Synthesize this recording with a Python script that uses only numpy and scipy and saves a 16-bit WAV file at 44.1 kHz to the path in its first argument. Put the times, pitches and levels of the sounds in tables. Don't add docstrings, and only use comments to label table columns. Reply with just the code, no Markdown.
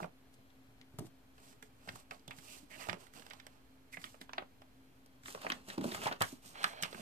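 import sys
import numpy as np
from scipy import signal
from scipy.fft import rfft, irfft
from scipy.io import wavfile
from scipy.ndimage import uniform_filter1d, map_coordinates

SR = 44100
rng = np.random.default_rng(int(sys.argv[2]) if len(sys.argv) > 2 else 0)


def rack_gain(trim_db):
    fader = np.asarray(trim_db, float)
    return 10 ** (fader / 20)


def wav_out(sig):
    wavfile.write(sys.argv[1], SR, np.round(np.clip(np.atleast_2d(sig).T, -1, 1) * 32767).astype(np.int16))


N = 309141

# (time [s], delay of left port [samples], left minus right [dB])
HAND_PATH = [(0, 20, -5), (.4, -13, 3), (1.2, -2, 3.5), (1.36, 17, -3.5), (2.3, 17.5, -5.5), (2.9, 17, -10),
             (3.5, 17, -7.5), (4.5, 19, -2.5), (5.2, 12, -1), (6.1, 13, -1.5), (7.01, 16, -5)]

# (time of snap [s], peak [dB], ring [Hz], treble snap [dB])
FOLDS = [(0.003, -33.5, 764, -20), (0.03, -31, 1460, -30), (0.044, -33.5, 880, -25), (0.988, -36, 815, 0),
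         (0.994, -36, 540, 10.5), (1.876, -38.5, 980, -17), (1.958, -39.5, 960, -4), (2.11, -37, 1510, -14),
         (2.888, -32, 1000, -24), (3.468, -38.5, 1540, -2.5), (3.929, -50, 2120, 4), (3.936, -49, 2240, -3),
         (3.944, -46, 2130, 2), (3.972, -41, 1100, -20), (4.144, -45, 1180, -14), (4.294, -39.5, 1590, -30),
         (4.382, -23.5, 1440, -37), (4.423, -38.5, 1130, -29), (5.259, -36, 2460, -20),
         (5.283, -36, 1810, -8), (5.376, -39, 1010, -21), (5.448, -32, 830, -23), (5.467, -23, 1270, -31),
         (6.018, -35, 1800, -8), (6.068, -24, 900, -30), (6.114, -30, 1210, -32), (6.214, -19, 1250, -26),
         (6.555, -43, 1324, -26), (6.734, -42, 980, -15), (6.947, -39, 1710, -13)]
# (time of snap [s], peak [dB], ring [Hz], treble snap [dB])
CREASES = [(0.342, -52.5, 1410, 15), (0.814, -62, 3200, -20), (1.069, -50.5, 680, 3),
           (1.381, -51, 1720, -9), (1.627, -40, 2000, -2), (1.887, -37, 1890, -20), (2.309, -40, 2300, -10),
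           (2.839, -44.5, 1900, -18), (2.871, -41, 1200, -19), (2.896, -24, 2300, -29),
           (2.93, -33, 1200, -28), (2.942, -48, 1530, -19), (3.138, -47, 1900, -2), (3.302, -44, 1550, -1),
           (3.309, -39, 1940, -20), (4.619, -45.5, 1200, -15), (5.062, -50, 1340, 7.5),
           (5.349, -32, 1250, -17), (5.502, -20.5, 2300, -13), (5.687, -38, 1460, 3),
           (5.702, -31, 2440, -16), (5.781, -31, 630, -12.5), (5.842, -29, 630, -7.5),
           (5.947, -29, 1560, -7), (6.058, -29, 1290, -21), (6.208, -26.5, 1460, -3),
           (6.221, -13.5, 1500, 0), (6.643, -16, 2400, -11), (6.826, -22, 2200, 7), (6.991, -45, 1410, -2)]
# (time of snap [s], peak [dB], ring [Hz], treble snap [dB])
FLICKS = [(0.504, -58.5, 3320, -10), (1.528, -51, 1650, -7), (1.891, -30, 2000, -19),
          (2.147, -62, 2050, -15), (2.196, -64, 2830, 0), (2.28, -39, 900, 0), (2.387, -46, 2010, -4),
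          (3.069, -48, 1850, -3), (3.197, -44, 1540, -5), (3.222, -48, 1770, -13), (3.266, -41.5, 1390, -6),
          (3.335, -41.5, 1420, -7), (3.4, -44, 2600, -14), (4.017, -45, 2200, 2), (4.042, -30, 2360, -10),
          (4.215, -37.5, 1860, -6), (4.334, -31, 1490, -20), (5.236, -47, 2230, -3), (5.418, -39, 2140, -1),
          (5.521, -23.5, 1700, -22), (5.812, -36.5, 1080, -4), (5.919, -36, 2300, -5),
          (6.037, -31, 1120, -6), (6.075, -36, 1440, -17), (6.126, -32, 1470, -15), (6.226, -28, 1570, -21),
          (6.632, -34, 3000, -4), (6.835, -22.5, 2480, -9.5), (6.929, -38, 1250, -17)]
FOLD_RIM_DB, CREASE_RIM_DB, FLICK_RIM_DB = -20.5, -8.5, -1
FOLD_T60_S, CREASE_T60_S, FLICK_T60_S = .028, .032, .028
LOUD_SHORTER_S_PER_DB = .0004

# (time [s], fade by 60 dB [s], peak [dB], patch [Hz], width [Hz])
TICKS = [(0.813, .02, -48, 3300, 1600), (0.813, .02, -54, 2140, 400), (0.988, .012, -40, 12000, 7000),
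         (0.993, .016, -38, 11500, 5000), (2.109, .02, -42, 4070, 2000), (2.110, .05, -38, 1260, 450),
         (2.111, .04, -40, 2400, 700), (2.117, .06, -44, 651, 200), (2.145, .02, -54, 3600, 1200),
         (2.195, .015, -54, 4800, 2400), (2.280, .03, -43, 3300, 600), (2.296, .03, -49, 600, 500),
         (2.309, .06, -40, 2550, 800), (2.310, .07, -46, 894, 300), (2.887, .02, -36, 2800, 2200),
         (2.897, .025, -32, 3200, 1200), (2.930, .015, -36, 3000, 2000), (2.942, .015, -44, 2800, 1800),
         (2.970, .02, -48, 450, 300), (3.970, .03, -36, 2050, 450), (4.031, .03, -48, 4500, 2500),
         (5.914, .025, -38, 3700, 900), (6.071, .02, -30, 3200, 2500), (6.126, .02, -36, 4400, 1200),
         (6.554, .05, -42, 1300, 700), (6.631, .02, -40, 8300, 1500), (6.641, .025, -22, 1900, 1200),
         (6.824, .02, -32, 6500, 1000)]
# (start [s], length [s], peak [dB], patch [Hz], width [Hz])
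SCRAPES = [(2.46, .11, -52, 2650, 400), (2.7, .07, -48, 2050, 300), (2.705, .065, -50, 2700, 600),
           (2.775, .1, -49, 2600, 500), (2.79, .09, -49, 1050, 500), (2.79, .07, -51, 1990, 300),
           (2.79, .035, -52, 4600, 1200), (3.923, .018, -45, 2250, 300), (3.935, .02, -40, 2030, 250),
           (4.055, .025, -50, 2200, 500), (5.935, .025, -36, 1800, 2000), (5.96, .035, -42, 1200, 900),
           (6.01, .075, -41, 3070, 400), (6.015, .065, -42, 4300, 1500), (6.01, .05, -38, 1300, 900),
           (6.055, .04, -29, 1550, 900), (6.06, .03, -31, 834, 350), (6.111, .026, -32, 1150, 700),
           (6.21, .04, -30, 1650, 500), (6.64, .06, -40, 1700, 600), (6.83, .035, -34, 2500, 700),
           (6.84, .025, -38, 1100, 600)]
TICK_WIDE, SCRAPE_WIDE = .6, .6

# (firmest touch [s],
# rise [s], fall [s], skin hiss [dB], sheet rustle [dB])
STROKES = [(0.03, 0.12, .045, -62.5, -54), (0.34, .02, .02, -67, -82), (1.0, .011, .11, -66, -80),
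           (1.06, .03, .03, -63, -82), (1.4, .04, .21, -72, -62.5), (1.5, 0.14, .06, -63, -64),
           (1.63, .011, .07, -67.5, -71), (1.89, .11, 0.13, -65, -60.5), (2.0, 0.2, .04, -61, -58.5),
           (2.115, 0.014, .13, -66, -58), (2.31, .03, .07, -72, -59), (2.39, 0.096, .19, -62, -63),
           (2.54, .19, .12, -55.5, -56.5), (2.72, 0.035, 0.19, -59, -56), (2.81, 0.055, .13, -55, -53),
           (2.91, .15, .065, -61.5, -55.5), (3.01, 0.043, 0.1, -63.5, -58), (3.16, 0.038, 0.12, -62, -55.5),
           (3.32, .21, 0.16, -70.5, -61), (3.55, .4, .15, -81, -66.5), (3.93, .015, .07, -56.5, -66),
           (4.05, .12, 0.15, -60, -62.5), (4.215, 0.012, .05, -60.5, -66), (4.36, .05, .12, -82, -58),
           (5.29, .06, 0.12, -52, -54.5), (5.42, 0.048, .19, -58, -55), (5.51, .19, .14, -62, -46),
           (5.69, 0.018, 0.1, -56, -50.5), (5.735, 0.12, .04, -58, -51.5), (5.85, 0.035, .19, -51, -46.5),
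           (6.0, .25, 0.2, -62, -46), (5.94, 0.054, .07, -48, -47), (6.05, 0.073, 0.06, -47, -46),
           (6.11, .09, 0.086, -63, -49.5), (6.221, 0.026, 0.16, -50, -50), (6.29, 0.096, 0.076, -55.5, -60),
           (6.46, 0.054, 0.15, -58.5, -58.5), (6.62, 0.18, .19, -62, -52.5), (6.66, 0.062, 0.12, -55, -56),
           (6.83, .021, 0.077, -51, -43), (7.01, 0.22, .11, -58, -51.5)]
STROKE_SPAN_DB = 20
STROKE_ROUND = 1.61
REST_HISS_DB, REST_RUSTLE_DB = -86, -82
# (time [s], level [dB])
SLIDE = [
    (6.53, -79),
    (6.55, -59.5),
    (6.62, -49.5),
    (6.72, -57),
    (6.81, -55),
    (6.83, -73),
    (6.9, -92),
]

# (pitch [Hz], width [Hz], level [dB])
SHEET = [(680, 403, 5.5), (1300, 857, 5), (2050, 1140, 1), (2750, 430, 4), (3295, 720, -3.5),
         (4460, 1060, -3.5)]
# (pitch [Hz], width [Hz], level [dB])
RIM = [(3030, 2000, 2.5), (5540, 1470, 1.5)]
# (pitch [Hz], width [Hz], level [dB])
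SKIN = [(4440, 4900, -1), (8790, 1270, 3.5), (12040, 2530, -6)]
# (pitch [Hz], width [Hz], level [dB])
HOLLOW = [(697, 240, -0.5), (1650, 250, -3.5), (2300, 340, -6), (3270, 250, -6), (4170, 230, -6.5)]
# (pitch [Hz], width [Hz], level [dB])
BOOK = [(122, 88, -3), (199, 144, 1.5), (320, 148, 0.5), (394.4, 100, -1), (637, 79, -7)]

# (time [s], peak [dB], resonance [Hz])
THUMPS = [(0.02, -37, 160), (0.043, -41.5, 160), (0.382, -53.5, 91.5), (0.939, -47.5, 108),
          (0.986, -33, 104), (1.046, -45.5, 126), (1.875, -47, 165), (1.889, -48, 94.2), (1.932, -49, 108),
          (2.104, -54, 119), (2.278, -46, 134), (2.381, -52.5, 135), (2.887, -37, 113), (2.909, -39.5, 158),
          (2.928, -42.5, 168), (3.975, -50, 168), (5.681, -42, 199), (5.704, -55, 131), (5.919, -37.5, 193),
          (5.949, -42, 91.5), (6.055, -37, 127), (6.207, -31, 115), (6.64, -47, 172), (6.825, -42, 151.4)]
# (time [s], peak [dB], resonance [Hz])
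TAPS = [(0.002, -46, 208), (1.004, -37.5, 254), (1.021, -40.5, 320), (1.529, -59, 415), (1.626, -53.5, 428),
        (2.627, -49.5, 310), (2.769, -51, 336), (3.198, -54, 270), (4.044, -50, 258), (4.211, -46, 266),
        (4.383, -42.5, 358), (4.42, -53, 394), (5.283, -48, 390), (5.35, -45, 418), (5.444, -46, 418),
        (5.499, -40, 312), (5.519, -43.5, 255), (5.777, -27, 320), (5.789, -31, 252), (5.8, -36, 280),
        (5.814, -34.5, 246), (5.84, -33.5, 348), (5.852, -27, 235), (5.875, -33, 347), (6.114, -41, 402),
        (6.325, -39.5, 271), (6.943, -43.5, 239), (6.993, -41, 226)]
TABLE_T60_S, BOOK_T60_S = .12, .092

# (frequency [Hz], level per Hz [dB])
AIR = [(15, -49), (25, -16), (53, -6.5), (427, -17.5), (962, -24.5), (2050, -29.5), (8360, -40),
       (14000, -37)]
AIR_DB = -71.5
# (frequency [Hz], width [octaves], level [dB])
AIR_BUMPS = [(122.5, .2, 5), (172, 0.16, -3), (261.5, 0.14, 9.5)]
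# (frequency [Hz], level [dB rms])
HUM = [(48.4, -88.5), (118.4, -79.5), (263.8, -69), (436.0, -84)]
ROOM_T60_S, ROOM_DB = .15, -15
TREBLE_TOP_HZ, ABOVE_TOP_DB = 14510, -28


def modes(hz, table):
    total = 0
    for k, (f, width, db) in enumerate(table):
        total = total + (-1) ** k * rack_gain(db) * 1j * hz * width / (f * f - hz * hz + 1j * hz * width)
    return total


def unit(x):
    return x / np.sqrt(np.mean(x ** 2))


def peak(x):
    return x / np.abs(x).max(axis=1, keepdims=True)


def curve(table):
    s, *columns = np.transpose(table)
    return [np.interp(np.arange(N) / SR, s, c) for c in columns]


def walk(rate):
    hold = int(SR / rate)
    levels = np.repeat(rng.standard_normal(N // hold + 1), hold)
    return uniform_filter1d(levels, hold)[:N]


def grit(shape, share, spread_db):
    slips = rng.standard_normal(shape) * (rng.random(shape) < share)
    return slips * rack_gain(spread_db * rng.exponential(size=shape))


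def place(times, sounds, peak_db):
    out = np.zeros(N + sounds.shape[1])
    for s, x, db in zip(times, sounds, peak_db):
        start = int(s * SR)
        out[start:start + len(x)] += x * rack_gain(db) / np.abs(x).max()
    return out[:N]


def cracks(size=8192):
    kinds = [(FOLDS, FOLD_RIM_DB, FOLD_T60_S), (CREASES, CREASE_RIM_DB, CREASE_T60_S),
             (FLICKS, FLICK_RIM_DB, FLICK_T60_S)]
    rows = [row + (rim, ring) for table, rim, ring in kinds for row in table]
    s, db, hz, snap_db, rim_db, t60 = np.transpose(rows)[:, :, None]
    t60 = t60 - LOUD_SHORTER_S_PER_DB * (db - db.mean())
    grow = .0025
    t = np.arange(size) / SR - grow
    f = np.arange(size // 2 + 1) * SR / size
    fade = np.where(t < 0, 1 + t / grow, rack_gain(-60 * t / np.clip(t60, .006, .4)))

    bend = 1 + .085 * rng.standard_normal((len(s), len(SHEET) + 1))
    reach_db = 4.5
    near = []
    for k, (h, width, d) in enumerate(SHEET):
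        near.append((h * bend[:, k:k + 1], width, d - reach_db * np.log2(h / hz) ** 2))
    patch = modes(f, [(hz, .6 * hz, -3)]) + modes(f, near) + rack_gain(-4 * reach_db) * modes(f, BOOK)
    patch = patch / (1 + 1j * f / (2.56 * hz)) ** 2
    rim_modes = modes(f * bend[:, -1:], RIM)

    shared = grit((len(s), size), .3, 1.64)
    shared[:, int(grow * SR)] = 5.7 * np.sign(shared.sum(axis=1))
    out = []
    for port in range(2):
        own = 1.15 * grit((len(s), size), .3, .92)
        slips = rfft((shared + own) * fade)
        rim = irfft(slips * rim_modes) * rack_gain(-60 * t / .24)
        snap = irfft(slips * modes(f, SKIN)) * rack_gain(-60 * t / .05)
        sounds = peak(irfft(slips * patch))
        sounds = sounds + rack_gain(rim_db - .5) * peak(rim) + rack_gain(snap_db + 3.5) * peak(snap)
        out.append(place(s[:, 0] - grow - .0004, sounds, db[:, 0] + .7))
    return np.array(out)


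def patches(size=8192):
    t = np.arange(size) / SR
    f = np.arange(size // 2 + 1) * SR / size
    out = 0
    for rows, wide, tick in ((TICKS, TICK_WIDE, True), (SCRAPES, SCRAPE_WIDE, False)):
        s, span, db, hz, width = np.transpose(rows)[:, :, None]
        span = np.clip(span, .004, .15)
        if tick:
            shape = rack_gain(-60 * t / span)
        else:
            shape = np.sin(np.pi * np.minimum(t / span, 1)) ** .6
        slips = rng.standard_normal((len(s), 3, size))
        body = modes(f, [(hz, 1.5 * width, 0)]) ** 2
        ports = []
        for port in (1, 2):
            force = (slips[:, 0] + wide * slips[:, port]) * shape
            ports.append(place(s[:, 0], irfft(rfft(force) * body), db[:, 0]))
        out = out + np.array(ports)
    return out


def strokes():
    s, rise, fall, *peaks = np.transpose(STROKES)[:, :, None]
    t = np.arange(0, N / SR + .002, .001)
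    before = (s - t) / np.clip(rise, .005, 1)
    after = (t - s) / np.clip(fall, .005, 1)
    shape = -STROKE_SPAN_DB * np.maximum(before, after) ** STROKE_ROUND
    levels = []
    for db, rest in zip(peaks, (REST_HISS_DB, REST_RUSTLE_DB)):
        power = np.sum(rack_gain(db + shape) ** 2, axis=0) + rack_gain(rest) ** 2
        levels.append(np.interp(np.arange(N) / SR, t, 10 * np.log10(power)))
    return levels


def rubbing():
    f = np.arange(N // 2 + 1) * SR / N
    hiss_db, rustle_db = strokes()
    slide_db, = curve(SLIDE)
    # (level [dB], body, flicker [dB], share that differs at the ports, unevenness [dB])
    layers = [(hiss_db - .3, SKIN, 1.5, 1.2, 2.4), (rustle_db - 6.5, SHEET, 2.2, .6, 1.6),
              (rustle_db - 11.5, BOOK, 2.5, .25, 2.4), (slide_db + 3, HOLLOW, .6, .4, .8)]
    out = 0
    for db, body, flicker_db, wide, uneven_db in layers:
        slips = grit(N, .25, uneven_db) + wide * grit((2, N), .25, uneven_db)
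        sound = unit(irfft(rfft(slips) * modes(f, body), N))
        out = out + rack_gain(db + flicker_db * (walk(40) + walk(130))) * sound
    return out


def knocks(size=16384):
    rows = [row + (TABLE_T60_S,) for row in THUMPS] + [row + (BOOK_T60_S,) for row in TAPS]
    s, db, hz, t60 = np.transpose(rows)
    t = np.arange(size) / SR
    f = np.arange(size // 2 + 1) * SR / size
    rattle = rng.standard_normal((len(s), size)) * rack_gain(-60 * t / np.clip(t60, .02, .5)[:, None])
    push = np.exp(-((t - .001) / .00026) ** 2)
    force = rfft(.76 * rattle - push) * 1j * f / (90 + 1j * f)
    body = modes(f, [(hz[:, None], 30, 0)]) + rack_gain(-8) * modes(f, BOOK)
    return place(s, irfft(force * body), db)


def air():
    f = np.arange(N // 2 + 1) * SR / N + 1
    hz, db = np.transpose(AIR)
    bumps_db = sum(d * np.exp(-(np.log2(f / h) / w) ** 2) for h, w, d in AIR_BUMPS)
    colour = rack_gain(np.interp(np.log(f), np.log(hz), db) + bumps_db)
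    mid, side = rfft(rng.standard_normal((2, N))) * colour
    side = side * np.clip(f / 900, .3, 1)
    scale = rack_gain(AIR_DB) / np.std(irfft(mid * (f > 300), N))
    t = np.arange(N) / SR
    waver = .6 * walk(4)
    hum = sum(rack_gain(d + 2.5 + waver) * np.sin(2 * np.pi * h * t + waver / 2) for h, d in HUM)
    return scale * irfft(np.array([mid + side, mid - side]), N) + hum


def scene():
    lag, pan_db = curve(HAND_PATH)
    sheet = cracks() + rubbing() + patches()
    near = sheet * rack_gain(np.array([pan_db, -pan_db]) / 2) + knocks() * rack_gain([[-.8], [.8]])
    near[0] = map_coordinates(near[0], [np.arange(N) - lag], order=3)
    t = np.arange(SR // 2) / SR
    tail = rng.standard_normal((2, len(t))) * rack_gain(-60 * t / ROOM_T60_S) * (t > .004)
    tail = signal.lfilter([1], [1, -.75], tail)
    tail = tail * rack_gain(ROOM_DB) / np.sqrt(np.sum(tail ** 2, axis=1, keepdims=True))
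    return near + signal.fftconvolve(near, tail, axes=1)[:, :N] + air()


def band_limit(x):
    return signal.sosfilt(signal.butter(12, 16480, fs=SR, output="sos"), x)


def record(dry):
    cut = signal.sosfilt(signal.cheby1(14, .5, TREBLE_TOP_HZ, fs=SR, output="sos"), dry)
    top = signal.sosfilt(signal.butter(6, TREBLE_TOP_HZ * 1.03, "high", fs=SR, output="sos"), dry)
    mix = cut + rack_gain(ABOVE_TOP_DB) * top - .0005
    return band_limit(mix)


dry = scene()
out = record(dry)
wav_out(out)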